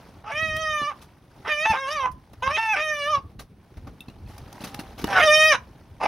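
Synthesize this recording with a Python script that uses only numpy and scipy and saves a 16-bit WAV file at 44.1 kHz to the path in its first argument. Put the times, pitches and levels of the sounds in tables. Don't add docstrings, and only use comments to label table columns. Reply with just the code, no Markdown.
import sys
import numpy as np
from scipy import signal
from scipy.fft import rfft, irfft
from scipy.io import wavfile
from scipy.ndimage import uniform_filter1d

SR = 44100
rng = np.random.default_rng(int(sys.argv[2]) if len(sys.argv) > 2 else 0)


def store_pcm(level_fs):
    pcm = np.round(np.clip(level_fs, -1, 1) * 32767).astype(np.int16)
    wavfile.write(sys.argv[1], SR, np.atleast_2d(pcm).T)


N = 267687
EDGE_HZ = 15850


def amp(db):
    return 10 ** (np.asarray(db) / 20)


def evened(x):
    return x / np.sqrt(np.mean(x ** 2) + 1e-20)


def read(points, hz):
    f, value = np.transpose(points)
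    return np.interp(np.log(hz + 1), np.log(f + 1), value)


def add(mix, s, sound):
    part = mix[:, round(s * SR):][:, :sound.shape[1]]
    part += sound[:, :part.shape[1]]


def along(rows):
    s, db = np.transpose(rows)
    level_db = np.interp(np.arange(N) / SR, s, db, left=-120, right=-120)
    return uniform_filter1d(amp(level_db), size=800)


def wobble(count, hz):
    lowpass = signal.butter(2, hz, fs=SR, output="sos")
    return evened(signal.sosfilt(lowpass, rng.standard_normal(count + 4000))[4000:])


# (frequency [Hz], correlation [0-1])
LIKENESS = [(50, 1), (3000, 0.85), (9000, 0.46), (15000, 0.39)]


def hiss(spectrum, patchy_db, flicker_db, size):
    frames, hz = 4 * N // size + 5, np.fft.rfftfreq(size, 1 / SR)
    a, b, c, d, patches = rng.standard_normal((frames, len(hz), 5)).T
    patches = uniform_filter1d(patches, size=5, axis=0)
    patches = evened(uniform_filter1d(patches, size=5, axis=1))
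    flicker = evened(uniform_filter1d(rng.standard_normal(frames), size=3))
    same = np.clip(read(LIKENESS, hz), -1, 1)[:, None]
    left = a + 1j * b
    right = same * left + np.sqrt(1 - same ** 2) * (c + 1j * d)
    level_db = read(spectrum, hz)[:, None] + patchy_db * patches + flicker_db * flicker
    frames_stereo = np.array([left, right]) * amp(level_db)
    return evened(signal.istft(frames_stereo, nperseg=size, noverlap=size * 3 // 4)[1][:, :N])


# (time [s], pitch [Hz], level [dB], beak opening [0-1], rasp share [0-1])
SQUAWKS = [
    [(0.235, 400, -49, 0, 0.86), (0.28, 428, -35, 0.09, 0.16), (0.325, 455, -31, 0.15, 1)],
    [(0.31, 541, -32, 0.62, 0.27), (0.35, 600, -30.5, 0.71, 0.08), (0.42, 642, -24.5, .65, 0.01),
     (0.522, 620.8, -29, 0.66, 0), (0.602, 638, -28, 0.46, 0.02), (0.784, 597.8, -27, 0.4, 0),
     (0.859, 575, -30.5, 0.31, 0), (0.89, 610, -24.5, 0.22, 0), (0.925, 505, -37, 0.19, 0.4),
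     (0.95, 539, -71, 0.4, 0.9)],
    [(1.445, 549, -44, 0.28, 1), (1.476, 598, -28, 0.31, 1), (1.496, 614.6, -24.5, 0.66, 0.17),
     (1.542, 593.5, -26.5, 0.67, 0), (1.583, 594.4, -27, 0.76, 0.04), (1.639, 634.3, -25, 0.67, 0),
     (1.665, 665, -18.5, 1, 0.23)],
    [(1.65, 897, -20.5, 0.44, 0.9), (1.68, 880.5, -25.5, 0.21, 0), (1.71, 890, -18.5, 0.14, 0),
     (1.745, 782, -24, 0.1, 0.65)],
    [(1.735, 509, -22.5, 0.2, 0.65), (1.791, 539.4, -26, 0.34, 0), (1.82, 544.4, -29.5, 0.37, 0),
     (1.862, 528.7, -28, 0.21, 0.05), (1.907, 593.6, -31, 0.37, 0.11), (1.943, 632.7, -30, 0.41, 0.08),
     (2.004, 539, -25, 0.16, 0.07), (2.059, 501.5, -18, 0, 0.13), (2.11, 504, -64, 0.3, 1)],
    [(2.42, 482, -24, 0.12, 0.28), (2.445, 528, -23.5, 0.22, 0), (2.47, 529, -23.5, 0.21, 0.12),
     (2.495, 554, -26.5, 0.11, 0.23), (2.53, 617.5, -29, 0.7, 0.11), (2.56, 631, -24, .9, 0),
     (2.585, 627, -24.5, 0.1, 0.98)],
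    [(2.575, 881, -21.5, 0.65, 0), (2.621, 904, -26.5, 0.72, 0.12), (2.729, 858, -23.5, 0.73, 0),
     (2.76, 703, -21.5, 0.3, 0.16)],
    [(2.755, 589, -22, 0.71, 0.9), (2.805, 608.4, -24.5, 0.63, 0.14), (2.835, 625, -25.5, 0.75, 0.01),
     (2.92, 606.3, -27.5, 0.58, 0.03), (2.96, 587.5, -30, 0.69, 0), (3.05, 571, -27, 0.61, 0),
     (3.11, 623.6, -25, 0.06, 0.02), (3.155, 561, -20, 0.15, 0.02), (3.22, 524, -61, .1, 0.53)],
    [(5.07, 787, -36, 0.5, 0.64), (5.106, 804, -27.5, 0.14, 0.71), (5.199, 714, -10.5, 0.47, 0.41),
     (5.222, 697, -29, 0.6, 0.3)],
    [(5.205, 598, -16, 0.68, 0.27), (5.256, 633, -16.5, 0.54, 0.05), (5.281, 600.6, -15.5, 0.35, 0),
     (5.347, 615, -14, 0.7, 0), (5.489, 629.8, -15, 0.71, 0.01), (5.519, 597.5, -16, 0.66, 0.03),
     (5.544, 503.3, -17.5, 0.17, 0.44), (5.565, 474, -35, 0.42, 0.07), (5.585, 443, -60, 0, 0.94)],
    [(5.997, 875, -36.5, 0.14, 0.83), (6.038, 825, -21, 0.12, 1), (6.069, 822, -20.5, 0.08, 0.5)],
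]


def hen():
    out = np.zeros((2, N))
    for rows in SQUAWKS:
        add(out, *squawk(rows))
    return out


def squawk(rows):
    s, *columns = np.transpose(rows)
    t = np.arange(s[0], s[-1], 1 / SR)
    count = len(t)
    hz, level_db, opening, rasp = (np.interp(t, s, c) for c in columns)
    rasp = np.clip(rasp, .003, 1)
    hz = uniform_filter1d(hz, size=900, mode="nearest") * (1 + .003 * wobble(count, hz=30))
    turns = np.cumsum(hz * (1 + 0.026 * rasp * wobble(count, hz=150))) / SR
    gains = overtone_gains(t, hz, level_db, opening, rasp)
    uneven = wobble(count, hz=202.7) + 1j * wobble(count, hz=198)
    beat = np.cumsum(190 + 35 * wobble(count, hz=12.56)) / SR
    uneven = .6 * uneven + 1.5 * np.cos(2 * np.pi * beat)
    doubled = 0.44 * rasp + 0.32 * (hz > 800)
    half_way = doubled * np.exp(-1j * np.pi * turns)
    voice = np.zeros((2, count))
    for order, gain in enumerate(gains, 1):
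        own = wobble(count, hz=246) + 1j * wobble(count, hz=270)
        steady = (1 - rasp ** 2) ** (.5 + .045 * order ** 3)
        shaken = steady + np.sqrt(1 - steady ** 2) * (.5 * uneven + .5 * own)
        shaken *= amp(min(0.64 * order, 5.5) * wobble(count, hz=14.3))
        shaken += half_way * (order > 1) * max(2 / order, 0.94)
        drift = wobble(count, hz=8.8) + 1j * wobble(count, hz=12)
        apart = min(0.094 + 0.028 * order, .6) * drift
        shaken = shaken * (1 + np.outer([.5, -.5], apart))
        carrier = np.exp(2j * np.pi * order * turns - .12j * order ** 2)
        voice += np.sqrt(2) * gain * (shaken * carrier).real
    voice = signal.lfilter(*signal.iirnotch(4250, 11.0, fs=SR), voice)
    voice *= amp(2 * np.minimum(6 * rasp, 1) * wobble(count, hz=35))
    voice *= signal.windows.tukey(count, 0.018 * SR / count)
    return s[0], voice * amp([[-.7], [.7]])


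# (frequency [Hz], relative level [dB])
BEAK = [(450, -7), (620, 9.5), (900, 12.5), (1200, 5.5), (1800, -2), (2400, 3), (3120, -1.5), (3410, -10.5),
        (3760, -6), (4080, -14.5), (5070, -14), (5600, -11.5), (6400, -18), (7520, -43.5), (9350, -26.5),
        (15800, -47.5)]
# (time [s], lowest overtone boost [dB], treble boost [dB])
CARRY = [(.35, 0.5, 3.5), (.42, -2, 0), (.6, 2, 2.5), (.78, -9, 2), (.9, -4.5, 1.5), (1.5, -1.5, 3),
         (1.6, 2, 4.5), (1.71, -6, -1), (1.85, 4.5, -2), (1.93, -2.5, 11.5), (2.05, 3, -7.5), (2.45, 3, -1),
         (2.56, 0.5, 4), (2.7, -2.5, -1.5), (2.85, 0, 2.5), (3.001, 3.5, 6), (3.13, 1.5, 3.5),
         (5.1, 4.5, 6.5), (5.2, -5, -1.5), (5.28, 13, 8.5), (5.33, 5, 5), (5.42, 3, 6), (5.52, 3, 6),
         (6.05, 4, 6)]
SHUT_HZ, OPEN_HZ = 1041, 2808
THROAT_OCTAVES, THROAT_DB = 0.33, 14.5
TREBLE_HZ = 2800
RASP_DULL_DB = -4
OPEN_TILT_DB = 1.5
EFFORT_TILT_DB = 0.07


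def overtone_gains(t, hz, level_db, opening, rasp):
    k = np.arange(1, 40)[:, None]
    overtone_hz = k * hz
    throat_hz = SHUT_HZ * (OPEN_HZ / SHUT_HZ) ** opening
    throat_db = THROAT_DB * np.exp(-(np.log2(overtone_hz / throat_hz) / THROAT_OCTAVES) ** 2)
    at, lowest_db, treble_db = np.transpose(CARRY)
    treble_db = np.interp(t, at, treble_db) + RASP_DULL_DB * rasp
    treble_share = 1 / (1 + (TREBLE_HZ / overtone_hz) ** 8)
    carry_db = np.interp(t, at, lowest_db) * (k == 1) + treble_db * treble_share
    tilt_db = (OPEN_TILT_DB * opening + EFFORT_TILT_DB * (level_db + 22)) * np.log2(k)
    colour = amp(read(BEAK, overtone_hz) + throat_db + carry_db + tilt_db) * (overtone_hz < EDGE_HZ)
    return amp(level_db) * colour / np.sqrt((colour ** 2).sum(0))


# (time [s], level [dB], decay by 60 dB [s], tilt [dB per octave], ringing [dB])
KNOCKS = [(0.5634, -26, 0.024, 6, -17), (0.8125, -24.5, 0.053, -4.5, -15), (1.013, -43.5, 0.068, 7, 4),
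          (2.1132, -46, 0.036, 11, -3), (2.3307, -38.5, 0.025, 1.5, -12), (3.2948, -51.5, 0.062, 1, -17),
          (3.39, -31.5, 0.069, 3, 3), (3.768, -37, 0.04, -0.5, -14), (3.8681, -29, 0.052, -2, -9),
          (4.0056, -36.5, 0.016, 13, 23), (4.0827, -40, 0.025, 1.5, 16.5), (4.0985, -44, 0.017, 2, 17),
          (4.2633, -45, 0.27, 2, 12), (4.379, -36, 0.018, 7, 5), (4.527, -28, 0.01, 3, -18),
          (4.6061, -37, 0.081, 3, 15.5), (4.6374, -28.5, 0.054, 4, 12), (4.6696, -38, 0.068, 3.5, 18),
          (4.7438, -26, 0.013, 4.5, -2), (4.7904, -28, 0.044, 3, 13.5), (4.9766, -32.5, 0.096, 2.5, 2),
          (5.014, -34, 0.038, 4, 10), (5.041, -12.5, 0.014, 2, 3.5), (5.0706, -30, 0.015, 5, 12)]
# (frequency [Hz], level [dB], decay by 60 dB [s])
COVER = [(216, 1, 0.022), (746, -27.5, 0.022), (2740, -21, 0.042), (3914, -9.5, 0.0087)]


def knocks(scuff):
    out, t = np.zeros((2, N)), np.arange(6000) / SR
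    octaves = np.log2(np.clip(np.fft.rfftfreq(len(t), 1 / SR), 300, 9000) / 3000)
    detune = rng.uniform(.9, 1.1, (len(KNOCKS), len(COVER)))
    for (s, db, t60, tilt_db, ring_db), factors in zip(KNOCKS, detune):
        t60 = max(t60, .008)
        onset = (1 - np.exp(-t / (0.13 * t60))) ** 2
        swell = amp(-60 * t / t60) * onset * 4.4
        grain = scuff[:, round(s * SR):][:, :len(t)]
        burst = evened(irfft(rfft(grain) * amp(tilt_db * octaves)))
        ring = np.zeros(len(t))
        for (f, mode_db, mode_t60), factor in zip(COVER, factors):
            decay = amp(mode_db - 60 * t / mode_t60 + .4 * tilt_db * np.log2(f / 3000))
            ring += decay * np.sin(2 * np.pi * f * factor * t)
        ring *= np.minimum(t / .002, 1)
        add(out, s, amp(db) * (.5 * swell * burst + amp(ring_db) * ring))
    return out


def engine_bay(x):
    at = np.arange(60, 12000, 20)
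    taps = np.zeros((2, 12100))
    places = at + rng.integers(0, 20, (2, len(at)))
    np.put_along_axis(taps, places, rng.choice([-1., 1.], (2, len(at))), axis=1)
    t = np.arange(taps.shape[1]) / SR
    hollow = signal.lfilter(*signal.iirpeak(1050, 3.0, fs=SR), taps)
    taps = taps * amp(-60 * t / 0.13) + 0.18 * hollow * amp(-60 * t / 0.32)
    taps[1] = .6 * taps[0] + .8 * taps[1]
    return signal.fftconvolve(x, taps / np.linalg.norm(taps[0]), axes=1)[:, :N]


# (frequency [Hz], relative level [dB per Hz])
SCUFF = [(150, -2), (450, -10.5), (680, -7.5), (800, -4), (930, -9.5), (2600, -20.5), (6000, -25.5),
         (7500, -37), (10000, -30.5), (16000, -37.5)]


def scuffing():
    return hiss(SCUFF, patchy_db=2.5, flicker_db=1.5, size=256)


# (time [s], level [dB])
RUSTLE = [(0.0, -48.5), (0.3, -57.5), (0.93, -50), (1.23, -61.5), (1.47, -49), (2.08, -63.5), (2.43, -55.5),
          (3.2, -57), (3.44, -72), (3.69, -58.5), (4.25, -56.5), (4.64, -43), (5.03, -49.5), (5.1, -28),
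          (5.57, -52), (5.71, -55.5), (6.07, -58)]


def rustle(scuff):
    calling = np.zeros(N)
    for rows in SQUAWKS:
        calling[round(rows[0][0] * SR):round(rows[-1][0] * SR)] = 1
    return along(RUSTLE) * amp(-6 * uniform_filter1d(calling, size=800)) * scuff


# (time [s], level [dB])
HUM = [(4.3, -58), (4.55, -62), (4.75, -46.5), (4.95, -53)]


def hum():
    turns = np.cumsum(800 + 18 * wobble(N, hz=6.9)) / SR
    return along(HUM) * amp(1.2 * wobble(N, hz=25.1)) * np.sin(2 * np.pi * turns)


# (peak time [s], peak level [dB], build-up by 20 dB [s], 0.02 s at least)
GUSTS = [(0.1, -45.5, -2), (0.52, -34, 0.34), (1.401, -32, -1), (1.709, -28.5, -0.09), (2.08, -44.5, 0.3),
         (2.478, -40.5, 0.2), (3.28, -42.5, 0.66), (3.72, -36.5, -0.78), (3.89, -35, 0.17),
         (4.29, -39.5, 0.37), (4.78, -42, -1.6), (5.04, -35, 0.03), (5.44, -43.5, 1.9)]
# (frequency [Hz], relative level [dB per Hz])
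BUFFET = [(35, -4.5), (70, 5), (120, -7), (300, -14), (900, -38), (1500, -83)]
LULL_DB, EBB = -54, 0.96


def wind():
    t = np.arange(N) / SR
    power = amp(LULL_DB) ** 2
    for s, db, rise in GUSTS:
        away = np.maximum(s - t, (t - s) / EBB)
        power = power + amp(db - 20 * away / max(rise, .02)) ** 2
    return np.sqrt(power) * hiss(BUFFET, patchy_db=2.5, flicker_db=-4.0, size=1024)


# (frequency [Hz], relative level [dB per Hz])
AIR = [(59, -34.5), (100, 0), (4110, -34.5), (6020, -37), (7290, -51), (8830, -37), (12700, -39),
       (13800, -58.5), (16000, -32)]


def air():
    return amp(-58.5) * hiss(AIR, patchy_db=1.0, flicker_db=-1.7, size=1024)


def scene():
    voice = hen()
    scuff = scuffing()
    near = voice + knocks(scuff)
    breeze = wind()
    background = air()
    echoes = amp(-9) * engine_bay(near)
    return near + echoes + rustle(scuff) + hum() + breeze + background


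def record(dry):
    thin = signal.sosfilt(signal.butter(3, 42, "high", fs=SR, output="sos"), dry)
    rounded = thin / (1 + (thin / .85) ** 4) ** .25
    band_limit = signal.firwin(511, EDGE_HZ, window=("kaiser", 9), fs=SR)
    return signal.oaconvolve(rounded, band_limit[None], "same")


dry = scene()
out = record(dry)
store_pcm(out)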